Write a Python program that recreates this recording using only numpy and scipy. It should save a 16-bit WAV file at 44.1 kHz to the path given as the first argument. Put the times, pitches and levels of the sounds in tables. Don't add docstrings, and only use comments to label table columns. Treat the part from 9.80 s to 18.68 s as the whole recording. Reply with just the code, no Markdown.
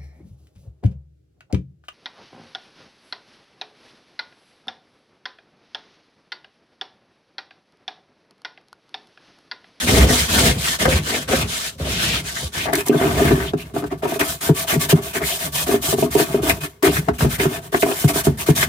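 import sys
import numpy as np
from scipy import signal
from scipy.fft import rfft, irfft, next_fast_len
from scipy.io import wavfile
from scipy.ndimage import uniform_filter1d, minimum_filter1d, map_coordinates

SR = 44100
rng = np.random.default_rng(int(sys.argv[2]) if len(sys.argv) > 2 else 0)


def invert_db(level):
    return 10 ** (np.asarray(level, dtype=float) / 20)


def wrap_up_sound(samples):
    columns = np.atleast_2d(samples).T
    tamed = np.clip(columns, -1, 1)
    steps = np.round(tamed * 32767).astype(np.int16)
    wavfile.write(sys.argv[1], SR, steps)


N = 391608


def unit(x):
    return x / np.sqrt(np.mean(x ** 2) + 1e-20)


def noise():
    return rng.standard_normal((2, N))


def along(points, hz):
    f, v = np.transpose(points)
    return np.interp(np.log(hz + 1), np.log(f + 1), v)


def wobble(rate_hz):
    step = np.arange(0, N + 64, 32)
    knots = rng.standard_normal(int(N * rate_hz / SR) + 5)
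    return np.interp(np.arange(N), step, map_coordinates(knots, [step * rate_hz / SR]))


def filtered(x, response):
    m = next_fast_len(N + SR // 8, real=True)
    return irfft(rfft(x, m) * response(np.fft.rfftfreq(m, 1 / SR)), m)[..., :N]


def coloured(x, points):
    return filtered(x, lambda f: invert_db(along(points, f)))


def modes(table):
    def response(f):
        total = 0
        for k, (hz, width, db) in enumerate(table):
            total = total + (-1) ** k * invert_db(db) * 1j * f * width / (hz * hz - f * f + 1j * f * width)
        return total
    return response


# time in seconds, stiffness from 0 (open floor) to 1 (stiff corner).
CORNER = [
    (0, 0.026),
    (2.7, 0.24),
    (3.05, 1),
    (3.3, 0.63),
    (3.8, 0.76),
    (4.3, 0.8),
    (7.9, 0.84),
    (8.2, 0.97),
    (8.88, 0.69),
]
CORNER_START_S = CORNER[1][0]


def stiffness():
    s, stiff = np.transpose(CORNER)
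    return np.clip(np.interp(np.arange(N) / SR, s, stiff), 0, 1)


# start in seconds, length in seconds, tip hiss in dB,
# push on the floor in dB over the hiss, push on the walls in dB over the hiss.
OPEN_FLOOR = [(-0.008, 0.069, -23.5, -4.5, -9), (0.055, 0.2, -20.5, 7.5, 3.5), (0.26, 0.22, -22, -12, -8),
              (0.473, 0.26, -19, 0, -1.5), (0.768, 0.2, -24.5, -15, -9), (0.982, 0.076, -24.5, 3, 5),
              (1.062, 0.13, -26.5, 3, 5), (1.217, 0.22, -27.5, -5, 0.5), (1.472, 0.16, -24, 1, 5.5),
              (1.664, 0.24, -26, -16.5, -15.5), (1.976, 0.14, -40, 9, 14), (2.04, 0.38, -26, -1.5, -3.5),
              (2.427, 0.26, -29, -10, -12)]
SIDE_WALL = [(2.716, 0.15, -28, 0.5, -8), (2.917, 0.099, -28.5, -4.5, 0.5), (3.052, 0.034, -31.5, -20, 1),
             (3.116, 0.49, -31, 6, 12), (3.361, 0.17, -31, 9.5, 11.5), (3.537, 0.16, -35, -1, 5),
             (3.765, 0.066, -38.5, 7, 1), (3.85, 0.062, -51, 5, 8), (3.932, 0.083, -37.5, 8, 8),
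             (4.05, 0.031, -44.5, 9, -4), (4.095, 0.054, -53.5, 19, 23.5), (4.17, 0.037, -51, 6, -19),
             (4.218, 0.038, -37.5, -4, 19.5), (4.265, 0.11, -34, -17, 1), (4.387, 0.029, -24.5, -16, 8),
             (4.409, 0.15, -27, -13, -15)]
SEAM = [(4.603, 0.094, -25, -4, -6.5), (4.739, 0.11, -25.5, -11, -14.5), (4.865, 0.095, -22.5, -1.5, -2.5),
        (4.989, 0.072, -24, -6, -6.5), (5.083, 0.044, -21.5, -28, -4), (5.147, 0.049, -36.5, 10, 12.5),
        (5.21, 0.11, -32.5, -20, -3.5), (5.327, 0.061, -26.5, -2, 2), (5.412, 0.17, -23.5, -18, -26),
        (5.581, 0.1, -25.5, -5, -10), (5.716, 0.13, -22, -7, -23), (5.857, 0.11, -26, -8, 2.5),
        (6.011, 0.13, -22, -5, -29), (6.162, 0.1, -29.5, 2, -16), (6.301, 0.064, -28.5, -1, -3.5),
        (6.358, 0.082, -23, -18.5, -10), (6.437, 0.16, -35, 6.5, 5), (6.615, 0.1, -26.5, 3.5, 3.5),
        (6.677, 0.042, -19.5, -12, 0), (6.761, 0.016, -43, 1, 13), (6.801, 0.066, -31, -42, 2.5)]
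FAR_CORNER = [(7.022, 0.062, -20.5, -2.5, 5), (7.102, 0.094, -25.5, 0, -6.5), (7.237, 0.057, -46, 19, 0),
              (7.328, 0.04, -44, 4, 5), (7.379, 0.078, -28.5, 13.5, -6), (7.485, 0.08, -28.5, -15, -7),
              (7.578, 0.092, -28, -1, 6), (7.664, 0.13, -35.5, 0, 7), (7.81, 0.072, -41, 6, 1),
              (7.915, 0.073, -30, -6, -1.5), (7.986, 0.052, -27.5, -16, -43), (8.036, 0.14, -30.5, -9, -3),
              (8.146, 0.12, -26.5, -18, -13), (8.272, 0.039, -22.5, -1, -1.5),
              (8.329, 0.085, -22.5, -5, -8.5), (8.432, 0.042, -24.5, 7.5, -12),
              (8.568, 0.075, -29, -29, -11), (8.656, 0.055, -25, 3.5, -2), (8.747, 0.1, -18, -5, -12.5)]
STROKES = OPEN_FLOOR + SIDE_WALL + SEAM + FAR_CORNER


def arches(level_db, release_s):
    start_shift_s, roundness = 0.0021, 0.55
    settle_db, settle_s = -9.5, 0.021
    lead_s = 0.5
    power = np.zeros(N + SR)
    for (s, length, *_), db in zip(STROKES, level_db):
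        u = np.linspace(0, np.pi, int(length * SR) + 2)
        speed = np.abs(np.sin(u)) ** roundness
        power[round((s + start_shift_s + lead_s) * SR):][:len(u)] += (invert_db(db) * speed) ** 2

    def fade(seconds):
        a = 1 / (seconds * SR)
        return signal.lfilter([a], [1, a - 1], power)[SR // 2:][:N]

    return np.sqrt(np.abs(fade(release_s) + invert_db(2 * settle_db) * fade(settle_s)))


def effort():
    bristle_spring_s, floor_sway_s = 0.0034, 0.039
    s, _, hiss, floor, wall = np.transpose(STROKES)
    corner = np.interp(s, *np.transpose(CORNER))
    rasp = hiss + 2.5 + 0.3 * wall - 4.5 * corner
    return (arches(hiss, bristle_spring_s), arches(rasp, bristle_spring_s),
            arches(hiss + floor + 3, floor_sway_s), arches(hiss + wall + 0.5, bristle_spring_s))


def slips(spread_db, patchy_db):
    size = invert_db(spread_db * unit(uniform_filter1d(rng.standard_normal(N), size=24)))
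    z = signal.stft(size * noise(), nperseg=256)[2]
    field = uniform_filter1d(rng.standard_normal(z.shape[1:]), size=3, axis=0)
    field = uniform_filter1d(field, size=12, axis=1)
    return signal.istft(z * invert_db(patchy_db * unit(field)), nperseg=256)[1][:, :N]


# time in seconds, peak in dB.
FLICKS = [
    (2.933, -14),
    (2.953, -10),
    (3.063, -23),
    (3.083, -14.5),
    (4.3944, -19),
    (6.35, -15),
    (6.694, -13),
    (7.027, -17),
    (8.3544, -33),
    (8.762, -23),
]


def flicks():
    gain, t = np.zeros(N + SR), np.arange(SR // 20) / SR
    for s, db in FLICKS:
        gain[round(s * SR):][:len(t)] += invert_db(db - 60 * t / 0.025) * (1 - np.exp(-t / 0.001))
    return gain[:N]


# frequency in Hz, level in dB per Hz.
TIPS = [(1760, -58), (3000, -3), (3570, -1), (3860, -1.5), (4760, -3.5), (9530, -2.5), (11000, -7.5),
        (14100, -6), (15100, -8.5), (16000, -32)]
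# frequency in Hz, level in dB per Hz.
SCRAPE = [(500, 2), (900, 0), (1500, 5.5), (3000, 2), (5000, -12.5), (9000, -9)]


def bristles(hiss, rasp):
    corner = stiffness()
    chatter = 0.9 * wobble(70) + 1.3 * wobble(30)
    swarm = coloured(slips(spread_db=2.2, patchy_db=1.3), TIPS)
    dry_tips = filtered(swarm, lambda f: 0.5 + 1j * f / 9000)
    wet_tips = filtered(swarm, lambda f: 1 / (1 + 1j * f / 9000))
    tips = corner * unit(dry_tips) + (1 - corner) * unit(wet_tips)
    scrape = coloured(slips(spread_db=-0.5, patchy_db=4.0), SCRAPE)
    wet_scrape = filtered(scrape, modes([(3400, 9900, 0)]))
    tufts = corner * unit(scrape) + (1 - corner) * unit(wet_scrape) + 0.9 * block(corner)
    return (hiss * invert_db(chatter + 2.0) + flicks()) * tips + rasp * invert_db(1.76 * chatter - 2.0) * tufts


# frequency in Hz, width in Hz, level in dB.
BLOCK = [(984, 21, 2), (1150, 16, 2.5), (1300, 34, -5), (1560, 58, 0.5), (1750, 38, 2), (2143, 66, -2.5),
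         (2505, 57, 0), (2980, 180, -5.5), (3487, 55, -3.5)]


def block(corner):
    rub, flares = noise(), 0
    for mode in BLOCK:
        flares = flares + filtered(invert_db(6 * wobble(16)) * rub, modes([mode]))
    return (0.3 + 0.7 * corner) * unit(flares)


def crackle(rasp):
    rate_hz = 320
    size = invert_db(4.2 * rng.exponential(size=N).clip(0, 2))
    catches = (rng.random(N) < rate_hz / SR) * size * noise()
    grit = filtered(catches, modes([(hz, 4 * width, db) for hz, width, db in BLOCK]))
    return invert_db(-5) * stiffness() * rasp * unit(grit)


# start in seconds, length in seconds, level in dB.
SING = [
    (2.055, 0.35, -22),
    (2.75, 0.12, -28),
    (3.592, 0.12, -34),
    (3.766, 0.068, -41),
    (5.438, 0.12, -29),
    (5.746, 0.084, -32),
    (6.022, 0.049, -27),
    (7.03, 0.094, -28),
]


def sing():
    gain = np.zeros(N)
    for s, length, db in SING:
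        u = np.linspace(0, 1, int(length * SR))
        gain[round(s * SR):][:len(u)] = invert_db(db) * np.sqrt(u * (1 - u ** 6))
    band = modes([(2290, 1700, 0), (3730, 3100, 0)])
    return gain * unit(filtered(invert_db(0.67 * wobble(45)) * noise(), lambda f: np.abs(band(f)) ** 2))


# start in seconds, length in seconds, level in dB, pitch in Hz.
SCUFFS = [(2.789, 0.037, -27, 2200), (2.86, 0.052, -30, 1800), (2.934, 0.032, -23, 1900),
          (3.197, 0.054, -27, 1750), (3.259, .035, -36, 1150), (3.333, 0.037, -37, 1100),
          (3.425, .025, -30, 2600), (3.454, 0.058, -28.5, 1750), (3.51, 0.016, -30, 1500),
          (3.587, 0.062, -32, 1750), (3.662, .04, -33, 3300), (3.792, .05, -38, 2600),
          (4.098, 0.054, -43.5, 2000), (4.419, 0.029, -25, 1150), (4.628, 0.027, -32, 1150),
          (4.915, 0.05, -26.5, 2000), (5.348, .04, -27, 2000), (5.421, 0.042, -27.5, 2000),
          (5.5, 0.077, -33, 3300), (5.75, 0.07, -32, 3200), (5.938, 0.026, -33.5, 1500),
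          (7.026, 0.059, -23.5, 1900), (7.157, 0.029, -23.5, 1700), (7.59, 0.026, -27, 2050),
          (7.938, 0.018, -20, 1450), (8.021, .03, -31, 2000), (8.076, 0.044, -32, 1000),
          (8.11, 0.021, -29, 3000), (1.05, 0.019, -21, 1604), (1.074, .025, -25, 1097),
          (1.531, 0.031, -25, 1300)]


def scuffs():
    pitch_climb, grain_db = 0.121, 4
    out = np.zeros((2, N))
    for s, length, db, hz in SCUFFS:
        u = np.linspace(0, 1, int(length * SR))
        draw = rng.standard_normal((3, SR // 10))[:, :len(u)]
        grain = invert_db(grain_db * unit(uniform_filter1d(draw[2], size=90)))
        smooth = uniform_filter1d(uniform_filter1d(draw[:2], size=60, axis=1), size=30, axis=1)
        phase = 2 * np.pi * np.cumsum(hz * (1 + pitch_climb * (u - 0.5))) / SR
        swell = np.abs(np.sin(np.pi * u ** 0.93)) ** 0.6
        out[:, round(s * SR):][:, :len(u)] += invert_db(db + 3.5) * unit(grain * smooth) * np.sin(phase) * swell
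    return out


# frequency in Hz, width in Hz, level in dB.
PANEL = [(100.3, 25, -16.5), (146.2, 39, 0), (168, 48, -5)]
BOOM = [(68.5, 11, 1.5), (85.5, 13, -4.5), (110, 123, 0), (500, 60, -18)]
WALLS = [(246.6, 16.4, -9), (293.2, 33.4, -1.5), (380, 33, 0.5), (411.8, 33, 0), (462, 120, -20.5),
         (682, 54, -1), (967, 65, -12), (1150, 170, -11.5)]
RIB = [(682, 55, 0), (965, 45, -13), (1150, 60, -11)]
FLAT = [(265, 59, 5.5), (352, 72, 3.5), (424, 140, 4), (522, 36, 5.5), (538, 100, -3.5), (760, 46, -5)]


def ringing(force, table, stiff_hz=1):
    response = modes(table)
    rms = np.sqrt(np.mean(np.abs(response(np.arange(SR // 2))) ** 2))

    def stiff(f):
        return (1j * f) ** 2 / (stiff_hz ** 2 - f * f + 1j * f * 0.84 * stiff_hz)

    return filtered(force, lambda f: stiff(f) * response(f)) / rms


def shell(floor, walls, low, upper):
    corner = stiffness()
    open_floor = np.arange(N) < CORNER_START_S * SR
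    lumps = floor * unit(invert_db(3.26 * wobble(40)) * noise())
    jolts = invert_db(-3.0) * walls * unit(invert_db(3.8 * wobble(55)) * noise())
    out = ringing(invert_db(-6.5) * lumps, PANEL)
    out += ringing(invert_db(-3.5 - 5.8 * corner) * lumps, BOOM)
    out += ringing(upper, RIB)
    out += ringing(corner ** 0.5 * jolts + ~open_floor * low, WALLS, 228)
    out += ringing(invert_db(-4.5) * (1 - corner) * jolts + open_floor * low, FLAT, 200)
    return out


# start in seconds, length in seconds, low
# modes (open floor before 2.7 s, then walls) in dB, upper wall modes in dB.
DRAGS = [(0.081, 0.27, -24.5, -38), (0.534, .165, -26, -38), (1.29, 0.089, -31, -45),
         (1.492, 0.051, -27, -36), (4.822, 0.034, -42, -34), (7.59, .05, -26, -32),
         (2.74, 0.062, -39.5, -41), (2.852, 0.062, -29.5, -22), (2.923, 0.077, -22.5, -30),
         (3.107, 0.052, -20, -22), (3.21, 0.056, -20.5, -29), (3.3, 0.051, -34, -37),
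         (3.395, 0.064, -22, -28.5), (3.499, 0.016, -13, -17), (3.564, 0.067, -26.5, -28.5),
         (3.943, 0.033, -30, -27), (4.02, 0.021, -22, -25), (4.223, 0.12, -31, -32.5),
         (5.34, .045, -27.5, -35), (5.401, 0.032, -24, -37), (5.506, 0.049, -40, -44),
         (5.64, 0.039, -35, -32), (5.884, 0.076, -22.5, -22), (6.03, .065, -32, -30),
         (6.118, 0.03, -28, -24), (6.225, 0.053, -25, -34), (6.353, 0.076, -19.5, -19),
         (6.555, 0.059, -27, -28), (6.657, 0.048, -26, -21.5), (7.024, 0.058, -11, -17.5),
         (7.937, 0.042, -31, -38), (8.062, 0.053, -21, -25), (8.293, 0.037, -36, -33)]


def judder(hiss):
    catch_rate_hz, catch_spread_db, grip_s, let_go_s = 260, 2.5, 0.003, 0.005
    gains = np.zeros((2, N))
    for s, length, *db in DRAGS:
        t = np.arange(int((length + 0.03) * SR)) / SR
        shape = (1 - np.exp(-t / grip_s)) * np.exp(-np.clip(t - length, 0, 1) / let_go_s)
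        gains[:, round(s * SR):][:, :len(t)] += np.outer(invert_db(np.array(db)), shape)
    catches = (rng.random(N) < catch_rate_hz / SR) * invert_db(catch_spread_db * rng.standard_normal(N))
    force = unit(unit(catches) * (1 + 0.5 * noise()) + 1.02 * noise())
    gains[1] += invert_db(-12) * hiss * np.clip(stiffness() + 0.39, 0, 1)
    return gains[0] * force, gains[1] * force


# time in seconds, peak in dB, hardness in dB.
RAPS = [(1.078, -3.5, -14), (1.532, -4.5, -8), (3.094, 2, -32), (3.212, -6, -8), (3.367, -8, -7),
        (3.399, -7.5, -22), (3.418, -8, -16), (3.448, -3.5, -23), (4.231, -10.5, -5), (4.253, -5.5, 3),
        (4.32, -8.5, -4), (4.357, -14, -2), (5.89, -5, -21), (5.94, -3.5, -21), (6.127, -2.5, -12),
        (6.183, -7, -9), (6.224, 2, -14), (6.351, 3, -9), (7.031, -5.5, -11), (7.053, -5.5, -25),
        (7.091, -6, -22), (7.943, -0.5, -9), (8.028, -0.5, -7), (8.062, -8, -3), (8.085, -12, -4)]
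# time in seconds, peak in dB,
# floor panel over walls (over open-floor modes before 2.7 s) in dB.
THUMPS = [(1.123, -11.5, 4.5), (1.484, -18, -2), (1.954, -40, 8), (1.998, -19.5, 2), (2.628, -22.5, 4),
          (3.144, -6, -4), (3.249, -8, -13.5), (3.507, -4.5, -12), (3.526, -16, 13), (3.734, -5.5, -4.5),
          (3.938, -19, -2), (4.691, -1.5, 0), (4.935, -6, -14), (4.958, -11.5, 5.5), (5.125, 1.5, 0),
          (6.4, -5, -11), (6.543, -3, -18), (6.63, -13.5, -8), (7.177, -21.5, 10.5), (7.277, -15.5, 6.5),
          (7.446, -3, -3), (7.654, -5.5, -5), (8.24, -4, 7.5), (8.468, 0, 3), (8.686, 1, 2.5)]
# time in seconds, peak in dB, crack over walls in dB, crack in Hz.
CLACKS = [(1.053, -2, -10, 1405), (2.929, -8.5, -11.5, 1713), (3.602, -23.5, -3.5, 1130),
          (3.962, -8.5, -19, 1070), (4.02, -20, -28, 900), (4.039, -14.5, -13.5, 1060),
          (4.41, -13.5, -2.5, 1750), (5.353, -19.5, -6, 2190), (5.415, -16.5, -11.5, 1895),
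          (6.696, -17, 6, 2265), (7.168, -21, -1, 1900), (7.284, -1, -19, 1320), (7.406, -19, 2.5, 1150),
          (7.597, -10.5, -7, 2067), (7.925, -13, -17, 1520), (7.945, -17, -4, 1560),
          (8.028, -17.5, -2.5, 1750), (8.022, -25.5, 6.5, 2313), (8.112, -18, -7, 1090),
          (3.214, -26, -0.5, 1750), (8.357, -8.5, -13, 1150), (8.827, -20, 6.5, 1813)]


def blows():
    raps = [(s, db, -18, -32, 2600, hard_db) for s, db, hard_db in RAPS]
    thumps = [(s, db, floor_db, -22.5, 1000, -21.5) for s, db, floor_db in THUMPS]
    clacks = [(s, db, -12.5, crack_db, hz, -2.5) for s, db, crack_db, hz in CLACKS]
    return raps + thumps + clacks


def struck(table, t, damp, tilt_db):
    hz, width, level = (c[:, None] for c in np.transpose(table))
    draw = rng.standard_normal((2, len(table), 3))
    tone = np.sin(2 * np.pi * hz * (1 + 0.028 * draw[..., :1]) * t + 1.29 * draw[..., 2:])
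    level = level + 2 * draw[..., 1:2] + tilt_db * np.log2(hz / hz[2])
    return (invert_db(level) * np.exp(-np.pi * damp * width * t) * tone).sum(axis=1)


def knocks():
    out, t = np.zeros((2, N + SR)), np.arange(SR // 8) / SR
    for s, db, floor_db, crack_db, hz, hard_db in blows():
        in_corner = s > CORNER_START_S
        tilt_db = np.clip(0.45 * (hard_db + 15.5), -10, 8)
        walls = struck(WALLS if in_corner else FLAT, t, 0.66, tilt_db) * (1 - np.exp(-(t / 0.0019) ** 2))
        floor = struck(PANEL, t, 0.55, 0)
        if s < CORNER_START_S:
            floor = floor + invert_db(-5) * struck(BOOM[:3], t, 1.0, 0)
        floor = floor * (1 - np.exp(-(t / 0.022) ** 2)) * np.exp(-(t / 0.029) ** 2)
        rattle = uniform_filter1d(rng.standard_normal((2, len(t))), size=40, axis=1)
        crack = rattle * np.sin(2 * np.pi * hz * t) * invert_db(-60 * t / 0.064) * (1 - np.exp(-t / 0.0012))
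        blow = invert_db(-2.0) * walls / np.abs(walls).max() + invert_db(floor_db + 10.5) * floor + invert_db(crack_db + 23.0) * crack
        out[:, round(s * SR):][:, :len(t)] += invert_db(db) * blow
    return out[:, :N]


# frequency in Hz, t60 in seconds.
WELL = [(150, 0.098), (1000, 0.14), (8000, 0.028)]


def well(x):
    hz, t, z = signal.stft(rng.standard_normal((2, SR // 4)), SR, nperseg=256)
    tail = signal.istft(z * invert_db(-60 * t / along(WELL, hz)[:, None]), SR, nperseg=256)[1]
    late = np.pad(x, ((0, 0), (130, 0)))
    return signal.fftconvolve(late, tail / np.linalg.norm(tail[0]), axes=1)[:, :N]


# frequency in Hz, level in dB per Hz.
HUSH = [(15, -34), (25, 17), (261, -9), (333, -7), (403, 9), (791, -35), (955, -6), (1470, -16),
        (15800, -27)]


def hush():
    return invert_db(-52) * unit(coloured(noise(), HUSH))


# frequency in Hz, left-right likeness from -1 to 1.
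ALIKE = [(60, 1), (200, 0.98), (400, 0.91), (700, 0.5), (1000, 0.032), (1400, -0.29), (2000, 0.043),
         (15000, -0.028)]


def scene():
    hiss, rasp, floor, walls = effort()
    near = bristles(hiss, rasp) + crackle(rasp) + sing() + scuffs()
    near = near + shell(floor, walls, *judder(hiss)) + knocks()

    def blend(f):
        turn = np.arccos(np.clip(along(ALIKE, f), -1, 1)) / 2
        return np.array([np.cos(turn), np.sin(turn)])

    mid, side = filtered(near + invert_db(-13.5) * well(near) + hush(), blend)
    return np.array([mid + side, mid - side])


def band_limit(x):
    return signal.sosfilt(signal.butter(12, 16820, fs=SR, output="sos"), x)


# frequency in Hz, left over right in dB.
LEAN = [(60, -1), (180, 1), (550, -0.5), (1650, 3.5), (4970, -0.5), (15000, 0)]


def record(dry):
    def microphone(f):
        ports = invert_db(np.outer([0.5, -0.5], along(LEAN, f)))
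        bass_cut = ((1j * f) ** 2 / (57 ** 2 - f * f + 1j * f * 56)) ** 3
        return ports * (f < 15900) * bass_cut

    x = filtered(dry, microphone)
    need = np.minimum(1, 0.97 / (np.abs(x).max(axis=0) + 1e-9))
    x = x * uniform_filter1d(minimum_filter1d(need, size=400), size=200)
    return band_limit(x)


dry = scene()
out = record(dry)
wrap_up_sound(out)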